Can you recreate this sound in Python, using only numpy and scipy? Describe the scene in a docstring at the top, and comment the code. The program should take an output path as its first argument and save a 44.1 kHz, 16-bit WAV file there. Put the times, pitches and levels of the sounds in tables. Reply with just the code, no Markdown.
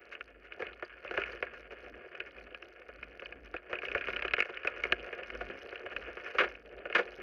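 """A mountain bike runs down a dirt and gravel trail and over a plank bridge, heard from a camera riding along.
The tyres rumble and crunch as hard as the ground makes them, and the spray of grit and sway of the mount follow.
Stones and planks knock, loose parts click, and tick in a quick run on the bridge; two hard dips make the bike clatter.
Most blows are bursts of force played through the same few resonances of mount and camera shell to the microphone."""
import sys
import numpy as np
from scipy import signal
from scipy.fft import rfft, irfft
from scipy.io import wavfile
from scipy.ndimage import uniform_filter1d, minimum_filter1d, map_coordinates

SR = 44100
rng = np.random.default_rng(int(sys.argv[2]) if len(sys.argv) > 2 else 0)


def unload_wav(signal):
    """Save mono or channel-first audio to the path in sys.argv[1] as 16-bit WAV at rate SR, clipped to [-1, 1]."""
    wavfile.write(
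        sys.argv[1],
        SR,
        np.round(np.clip(np.atleast_2d(signal).T, -1, 1) * 32767).astype(np.int16),
    )


N = 318402

# The ground under the tyres, loudest in the bends, on the bridge and in the dips.
# Each row: time in seconds, nominal roll level in dB, nominal crunch level in dB.
GROUND = [(0.46, -61.5, -62), (0.68, -53.5, -54.5), (0.88, -66.5, -59), (1.2, -48, -48.5),
          (1.33, -55.5, -54.5), (1.75, -57, -59), (2.2, -55.5, -55), (2.55, -58.5, -61), (3.62, -59, -60.5),
          (3.9, -50.5, -51.5), (4.24, -50.5, -48), (4.5, -60.5, -53.5), (4.9, -48, -49.5),
          (5.75, -51.5, -54.5), (6.45, -53, -49), (6.64, -56, -62.5), (7.0, -49, -52.5), (7.22, -55, -56)]
# Stones, roots and planks under the wheels. Each row: start in seconds, nominal peak in dB.
WHEEL_KNOCKS = [(0.621, -27), (0.8237, -29.5), (1.0478, -35.5), (1.1089, -28.5), (1.1379, -34),
                (1.1746, -20.5), (1.4247, -21.5), (2.8876, -39.5), (3.2199, -37), (3.5398, -29),
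                (3.7285, -24.5), (3.831, -31), (3.9484, -19.5), (4.0831, -26), (4.2477, -26.5),
                (4.3808, -23), (4.6474, -27), (4.6751, -30), (4.851, -26.5), (5.127, -32), (5.188, -36),
                (5.35, -35), (5.4093, -29), (5.4986, -33), (5.7247, -35), (5.8615, -33), (6.1689, -37),
                (6.2764, -38), (6.8534, -32), (6.8987, -33)]
# Low resonances of the camera mount. Each row: centre in Hz, width in Hz, gain in dB.
MOUNT_MODES = [(86, 44, -18), (223, 60, -17), (356.4, 50.4, -0.5), (494, 119, 1), (606, 66.3, 0),
               (709.6, 47.5, -3.5)]
# Resonances of the camera shell. Each row: centre in Hz, width in Hz, gain in dB.
SHELL_MODES = [(1197.6, 225, -7), (1447, 74.4, 5.5), (1636.5, 58, 5.5), (1760, 125, 2.5),
               (2190, 122.5, 0.5), (2480, 130, 0), (2890, 237, -6.5), (4150, 92, -26), (4640, 270, -32.5)]
# Resonances of scraped metal, also used for sand. 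Each row: centre in Hz, width in Hz, gain in dB.
METAL_MODES = [(4560, 350, 13.5), (5300, 400, -10), (6140, 690, 1), (11000, 1500, -7)]
# Force of gravel and small stones on the shell. Each row: frequency in Hz, level in dB per Hz.
CRUNCH_SPECTRUM = [(300, 8.5), (900, 7.5), (1450, -2), (2200, -0.5), (2950, -2.5), (3400, -1),
                   (4700, -20.5), (7500, -21)]
# Force of a blow on the mount. Each row: frequency in Hz, level in dB per Hz.
THUMP_SPECTRUM = [(40, 8.5), (130, -5.5), (300, -1), (700, -3), (1000, -4.5), (2000, -29), (5000, -79.5)]
# Tick of a grain of grit. Each row: frequency in Hz, level in dB per Hz.
GRIT_SPECTRUM = [(800, 0.5), (2800, 7.5), (3600, -1.5), (5000, 4), (6400, -6), (7200, -22.5), (7800, -57.5),
                 (8800, -23.5), (11000, -12), (13000, -26), (15500, -65)]
# Crack of a hard blow, heard directly. Each row: frequency in Hz, level in dB per Hz.
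CRACK_SPECTRUM = [(1000, -6), (3200, 5), (4200, 3.5), (6400, -4), (7300, -15.5), (7850, -39.5),
                  (8600, -21.5), (11500, -20), (15500, -44.5)]

STONE_SPREAD_DB = 2  # largest departure of a random stone or pebble from its level, either way


def amp(db):
    """Decibels to gain."""
    return 10 ** (np.asarray(db) / 20)


def unit(x):
    """Scale to rms 1."""
    return x / np.sqrt(np.mean(x ** 2) + 1e-20)


def curves(rows):
    """One value per sample for each column after the time."""
    s, *cols = np.transpose(rows)
    return [np.interp(np.arange(N) / SR, s, c) for c in cols]


def wobble(rate):
    """A smooth random curve, rate knots a second."""
    knots = rng.standard_normal(8192)
    return map_coordinates(knots, [np.arange(N) * rate / SR], mode="wrap")


def response(spectrum, modes=None, vary_db=0, size=8192):
    """Causal impulse response of a (Hz, dB) spectrum, varied at random and optionally ringing through resonances."""
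    hz = np.fft.rfftfreq(size, 1 / SR)
    f, db = np.transpose(spectrum)
    db = db + vary_db * rng.standard_normal(len(db))
    level = amp(np.interp(np.log(hz + 1), np.log(f), db))
    # folding the cepstrum forward in time gives minimum phase: the sound starts at once
    cepstrum = irfft(np.log(level))
    gain = np.exp(rfft(np.r_[cepstrum[0], 2 * cepstrum[1:size // 2]], size))
    if modes is not None:
        ringing = 0
        for k, (centre, width, mode_db) in enumerate(modes):
            damping = 1j * hz * width
            resonance = damping / (centre * centre - hz * hz + damping)
            ringing = ringing + (-1) ** k * amp(mode_db) * resonance  # neighbours have opposite sign
        gain = gain * ringing
    return irfft(gain)[:size // 2]


def ring(force, body):
    """A force played through an impulse response."""
    return signal.fftconvolve(force, body)[:len(force)]


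def add(track, s, sound, db):
    """Lay a sound into the track at time s; its loudest three milliseconds crest at about db."""
    crest = 2 * np.sqrt(uniform_filter1d(sound ** 2, size=130).max())
    part = track[max(round(s * SR), 0):][:len(sound)]
    part += amp(db) * sound[:len(part)] / crest


def contact(length, chatter, size=6000):
    """Force of one blow: a brief graze, the main push, then chatter that dies over length seconds."""
    t = np.arange(size) / SR
    push = np.arange(size) == SR // 1000  # one millisecond in
    graze = np.minimum(t * 1000, 1)
    noise = unit(rng.standard_normal(size) * graze * np.exp(-t / length))
    return push + chatter * noise / np.sqrt(size)


def grains(rate, spread_db):
    """Random tiny impacts of scattered size, rate a second, scaled to rms 1."""
    hit = rng.random(N) < rate / SR
    sign = np.sign(rng.standard_normal(N))
    size_db = spread_db * np.clip(rng.standard_normal(N), -2, 2)
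    return unit(hit * sign * amp(size_db))


def rattle(clump_db, size):
    """Force of a dense run of contacts, bunched into clumps about two milliseconds long."""
    clumps = unit(uniform_filter1d(rng.standard_normal(size), size=90))
    return rng.standard_normal(size) * amp(clump_db * np.clip(clumps, -2, 2))


def tyres(count=3):
    """Knobs and gravel drum on the mount and crunch in the shell; bumps in the ground load both together."""
    jolt_roll_db = -3  # the roll dips briefly after each knock
    roll_db, crunch_db = curves(GROUND)
    bumps = wobble(rate=36)
    drumming = grains(rate=1800, spread_db=4.0) * amp(2.74 * bumps)
    roll = unit(ring(drumming, response(THUMP_SPECTRUM, MOUNT_MODES)))
    crunch = np.zeros(N)
    for _ in range(count):  # stones of different sizes take turns under the tread
        load_db = np.clip(2.2 * bumps + 4.5 * wobble(rate=80), -10, 6)
        gravel = grains(rate=240, spread_db=4) * amp(load_db)
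        crunch += unit(ring(gravel, response(CRUNCH_SPECTRUM, SHELL_MODES, vary_db=2)))
    roll_gain = amp(roll_db + 0.95 + jolt_roll_db * jolts())
    return roll_gain * roll + amp(crunch_db + 1.63) * unit(crunch)


def jolts(settle_s=0.026):
    """How unsettled the bike is: jumps by 1 at each knock, up to 1.3 in all, and settles again."""
    since = np.arange(N) / SR
    kicks = np.bincount([round(s * SR) for s, _ in WHEEL_KNOCKS], minlength=N)
    return np.minimum(ring(kicks, np.exp(-since / settle_s)), 1.3)


def grit(rate=48, count=8):
    """The tread flicks grit of several sizes in uneven clusters over a hiss of sand; coarser ground throws more."""
    lag_s = 0.022  # the spray comes this long after the crunch
    grit_db, sand_db = -73, -31.5  # rms of all the ticks; sand relative to the nominal crunch
    surge_per_crunch = 1.1  # dB of surge per dB of crunch
    crunch_db = curves(np.add(GROUND, [lag_s, 0, 0]))[1]
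    surge_db = np.clip(surge_per_crunch * (crunch_db - np.mean(crunch_db)), -10, 4)
    cluster_db = 3.5 * np.clip(wobble(rate=12), -2, 1.2)
    crowding = amp(surge_db + 1.8 * cluster_db + 6 * wobble(rate=150))
    flicks = np.cumsum(np.minimum(rate * crowding, 140)) / SR  # at most 140 a second
    size_db = 7 * np.clip(rng.standard_normal(N), -2, 1.2)
    # a grain lands each time the running count passes a whole number
    hits = np.diff(np.floor(flicks), prepend=0) * amp(size_db + 0.5 * cluster_db + 0.6 * surge_db)
    stone = rng.integers(count, size=N)
    ticks = np.zeros(N)
    for k in range(count):  # each kind of grain has its own colour
        force = contact(length=0.0008, chatter=0.7, size=2000)
        tick = ring(force, response(GRIT_SPECTRUM, vary_db=3.5))
        ticks += unit(ring(hits * (stone == k), tick))
    sand = unit(ring(grains(rate=3000, spread_db=3), response(GRIT_SPECTRUM, METAL_MODES)))
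    return amp(grit_db) * unit(ticks) + amp(crunch_db + sand_db + 0.5 * cluster_db) * sand


def rumble():
    """The mount sways on its lowest resonance, more widely as the tyres roll harder."""
    # Sway of the mount. Each row: frequency in Hz, level in dB per Hz.
    sway_spectrum = [(20, -25), (35, -23.5), (53, 5.5), (68, -8.5), (95, -16), (140, -21), (300, -10.5),
                     (1000, -89)]
    sway_db, sway_per_roll, swell_db = -64, 0.78, 6  # mean level, dB per dB of roll, random swell
    roll_db = curves(GROUND)[0]
    sway = unit(ring(rng.standard_normal(N), response(sway_spectrum)))
    level_db = sway_db + sway_per_roll * (roll_db - np.mean(roll_db)) + swell_db * wobble(rate=5.6)
    return amp(level_db) * sway


def stones(count=45):
    """Small stones tap the bike at random, each with its own colour, harder where the ground is coarse."""
    stone_db, thump_db = 10, -7.5  # peak above the nominal crunch, thump relative to that peak
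    track, mount = np.zeros(N), response(THUMP_SPECTRUM, MOUNT_MODES)
    coarse_db = np.minimum(curves(GROUND)[1], -51)  # above this crunch they grow no harder
    for when, heft in rng.random((count, 2)):
        db = coarse_db[int(when * N)] + stone_db + STONE_SPREAD_DB * (2 * heft - 1)
        force = contact(length=0.004, chatter=1.6, size=3000)
        shell = response(CRUNCH_SPECTRUM, SHELL_MODES, vary_db=5)
        add(track, when * N / SR, ring(force, shell), db)
        add(track, when * N / SR, ring(force, mount), db + thump_db)
    return track


def pings(count=45):
    """Hard pebbles glance off the frame at random and ring mostly the upper resonances of the shell."""
    # Force of a glancing pebble. Each row: frequency in Hz, level in dB per Hz.
    ping_spectrum = [(500, -19), (1500, -14.5), (2300, -7.5), (2900, 5.5), (3400, 7), (4700, 5),
                     (7500, -17)]
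    ping_db, top_db = 10.5, -49.5  # peak above the crunch, crunch level at which they stop growing
    track, crunch_db = np.zeros(N), curves(GROUND)[1]
    for when, heft in rng.random((count, 2)):
        db = min(crunch_db[int(when * N)], top_db) + ping_db + STONE_SPREAD_DB * (2 * heft - 1)
        force = contact(length=0.002, chatter=1, size=2000)
        add(track, when * N / SR, ring(force, response(ping_spectrum, SHELL_MODES, vary_db=3)), db)
    return track


def scuffs(rise=0.0088, size=5000):
    """Loose stones grind under a tyre in a short, gritty swell that shakes shell and mount."""
    # Patches of loose stones. Each row: start in seconds, nominal level in dB, thump in dB relative to it.
    patches = [(0.1108, -29.5, -17.5), (0.439, -39, -19), (0.591, -30, 0.5), (1.1898, -27, -18),
               (1.2538, -30.5, -29), (1.3124, -30, -33), (1.5312, -33.5, -34), (1.705, -34.5, -3),
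               (2.2633, -38, -15), (3.694, -34.5, -2), (4.4437, -27.5, -7.5), (4.486, -31.5, -3.5),
               (4.7563, -31.5, -9), (5.908, -31, -8), (6.0084, -34.5, -31), (6.3408, -28, -1)]
    track, mount = np.zeros(N), response(THUMP_SPECTRUM, MOUNT_MODES)
    crack = response(CRACK_SPECTRUM)
    t = np.arange(size) / SR
    for s, db, thump_db in patches:
        force = rattle(clump_db=4.5, size=size) * t * np.exp(-t / rise)
        shell = response(CRUNCH_SPECTRUM, SHELL_MODES, vary_db=0.5)
        add(track, s, ring(force, shell), db - 6.0)
        add(track, s, ring(force, crack), db - 26.5)
        add(track, s, ring(force, mount), db + thump_db + 0.5)
    return track


def scrapes(rise=0.0032, size=4000):
    """A grain dragged over metal sings briefly through the metal's resonances."""
    # Thin scrapes of grit. Each row: start in seconds, nominal peak in dB.
    drags = [(0.121, -74), (0.845, -52), (1.313, -48.5), (3.246, -54)]
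    track, metal = np.zeros(N), response(GRIT_SPECTRUM, METAL_MODES)
    t = np.arange(size) / SR
    for s, db in drags:
        force = rattle(clump_db=6, size=size) * t * np.exp(-t / rise)
        add(track, s, ring(force, metal), db + 0.5)
    return track


def clicks():
    """Light, hard contacts ring the upper shell resonances and barely move the mount; harder ones crack brighter."""
    # Chain and cables hitting the frame. Each row: start in seconds, nominal peak in dB.
    frame_clicks = [(0.15, -33), (0.2074, -29.5), (0.5204, -33), (0.6667, -33), (1.0762, -34),
                    (1.2169, -27), (1.2355, -24.5), (2.149, -35), (2.2016, -25), (2.382, -40),
                    (2.5452, -31.5), (2.624, -35), (3.027, -31), (3.1944, -34.5), (3.257, -33.5),
                    (3.3224, -33.5), (3.5633, -28.5), (3.915, -26), (4.1655, -25), (4.222, -25),
                    (4.335, -15.5), (4.3894, -24.5), (4.402, -14), (4.4224, -20), (4.5703, -28.5),
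                    (4.6317, -34), (4.6713, -17.5), (4.8356, -18.5), (4.9217, -10), (5.2316, -33),
                    (5.3005, -31), (5.7556, -31), (5.9628, -23.5), (6.5499, -37), (6.9249, -27)]
    # Force of a click on the shell. Each row: frequency in Hz, level in dB per Hz.
    click_spectrum = [(300, -7.5), (900, 0.5), (1500, -9), (2100, -3.5), (2550, 2.5), (3000, 0),
                      (3400, -1.5), (5000, -3), (7500, -25)]
    track, mount = np.zeros(N), response(THUMP_SPECTRUM, MOUNT_MODES)
    crack = response(CRACK_SPECTRUM)
    for s, db in list(frame_clicks) + bridge_run():
        force = contact(length=0.003, chatter=1.63)
        shell = response(click_spectrum, SHELL_MODES, vary_db=2)
        add(track, s, ring(force, shell), db + 0.5)
        add(track, s, ring(force, crack), db - 27.0 + 0.9 * (db + 20.0))
        add(track, s, ring(contact(length=0.0044, chatter=0.64), mount), db - 14.0)
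    return track


def knocks():
    """A wheel strikes something: the shell cracks, the mount thumps and a loose stone follows."""
    # Force of a knock on the shell. Each row: frequency in Hz, level in dB per Hz.
    knock_spectrum = [(300, 1.5), (900, 13), (1450, -0.5), (2200, 1), (2900, -3), (3400, 1), (5000, -7.5),
                      (7500, -26.5)]
    # the soft mount gives way: thump of a middling knock in dB, dB of thump per dB of knock
    thump_db, thump_per_knock = -30.5, 0.73
    # the kicked stone: earliest and latest delay in seconds, dB relative to the nominal knock
    kick_soon_s, kick_late_s, kick_db = 0.008, 0.042, -14
    track, mount = np.zeros(N), response(THUMP_SPECTRUM, MOUNT_MODES)
    crack = response(CRACK_SPECTRUM)
    middling_db = np.mean(WHEEL_KNOCKS, axis=0)[1]
    for s, db in WHEEL_KNOCKS:
        force = contact(length=0.011, chatter=0.86)
        shell = response(knock_spectrum, SHELL_MODES, vary_db=2.5)
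        add(track, s, ring(force, shell), db + 0.5)
        add(track, s, ring(force, crack), db - 27)
        thump = ring(contact(length=0.0074, chatter=1.94), mount)
        add(track, s, thump, thump_db + thump_per_knock * (db - middling_db))
        delay = kick_soon_s + (kick_late_s - kick_soon_s) * rng.random()
        add(track, s + delay, ring(contact(length=0.009, chatter=4.0), shell), db + kick_db)
    return track


def bridge_run(count=21):
    """Rows (s, peak dB) of loose parts ticking on the bridge, quicker and louder as the bike gathers speed."""
    start_s, gap_s, quicken_s = 3.753, 0.0328, 0.00023  # first tick, first gap, shortening of each further gap
    first_db, grows_db_per_s, spread_db = -29, 4, 1.2  # first tick, growth along the run, random scatter
    gaps = gap_s - quicken_s * np.arange(count - 1)
    since = np.r_[0, np.cumsum(gaps)]
    db = first_db + grows_db_per_s * since + spread_db * rng.standard_normal(count)
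    return list(zip(start_s + since, db))


def clatters(gap=0.0034, size=9000):
    """Chain and frame slap in a fast, uneven run that holds, then dies away; the mount heaves on longer."""
    # The whole bike clatters in a dip. Each row: start in seconds, nominal peak in dB,
    # thump in dB relative to the peak (14 dB are added below), length in seconds.
    dips = [(6.3842, -16, -18.5, 0.032), (6.4352, -25.5, -16.5, 0.016), (6.9496, -14, -22.5, 0.018),
            (6.9805, -21, -14.5, 0.024)]
    # Force of the clatter on the shell. Each row: frequency in Hz, level in dB per Hz.
    clatter_spectrum = [(300, -14), (900, 7.5), (1500, -5), (2200, -3), (2900, -6.5), (3400, 1.5),
                        (5000, -3), (7500, -29)]
    # Force of the heave on the mount. Each row: frequency in Hz, level in dB per Hz.
    heave_spectrum = [(60, -29), (130, -10), (200, 4), (300, 1.5), (700, 0.5), (1000, 8), (2000, -44),
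                      (5000, -58)]
    track, crack = np.zeros(N), response(CRACK_SPECTRUM)
    t = np.arange(size) / SR
    for s, db, thump_db, length in dips:
        hold = 1 / (1 + (t / length) ** 4)
        uneven = gap * np.sin(t * rng.uniform(100, 200)) / 2
        count = np.floor((t + uneven) / gap)  # a slap at each whole gap
        slaps = np.diff(count, prepend=-1) * np.sign(rng.standard_normal(size))
        force = (unit(slaps) + 0.7 * rattle(clump_db=2, size=size)) * hold
        add(track, s, ring(force, response(clatter_spectrum, SHELL_MODES)), db + 0.5)
        add(track, s, ring(force, crack), db - 24.0)
        heave = rattle(clump_db=1.5, size=size) * hold ** 0.55
        add(track, s, ring(heave, response(heave_spectrum, MOUNT_MODES)), db + thump_db + 14)
    return track


def scene():
    """Everything that shakes the camera, as one channel."""
    ground = tyres() + grit() + rumble()
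    loose = stones() + pings() + scuffs() + scrapes()
    blows = clicks() + knocks() + clatters()
    return (ground + loose + blows)[None]


def record(dry):
    """The camera adds faint hiss, limits the largest peaks and keeps nothing above its band limit."""
    hiss_db, ceiling, top_hz = -93.5, 0.23, 15750
    x = dry + amp(hiss_db) * rng.standard_normal(dry.shape)
    needed = np.minimum(1, ceiling / (np.abs(x) + 1e-9))
    # the gain falls and recovers smoothly around each peak
    x = x * uniform_filter1d(minimum_filter1d(needed, size=65), size=65)
    return irfft(rfft(x) * (np.fft.rfftfreq(N, 1 / SR) < top_hz), N)


dry = scene()
out = record(dry)
unload_wav(out)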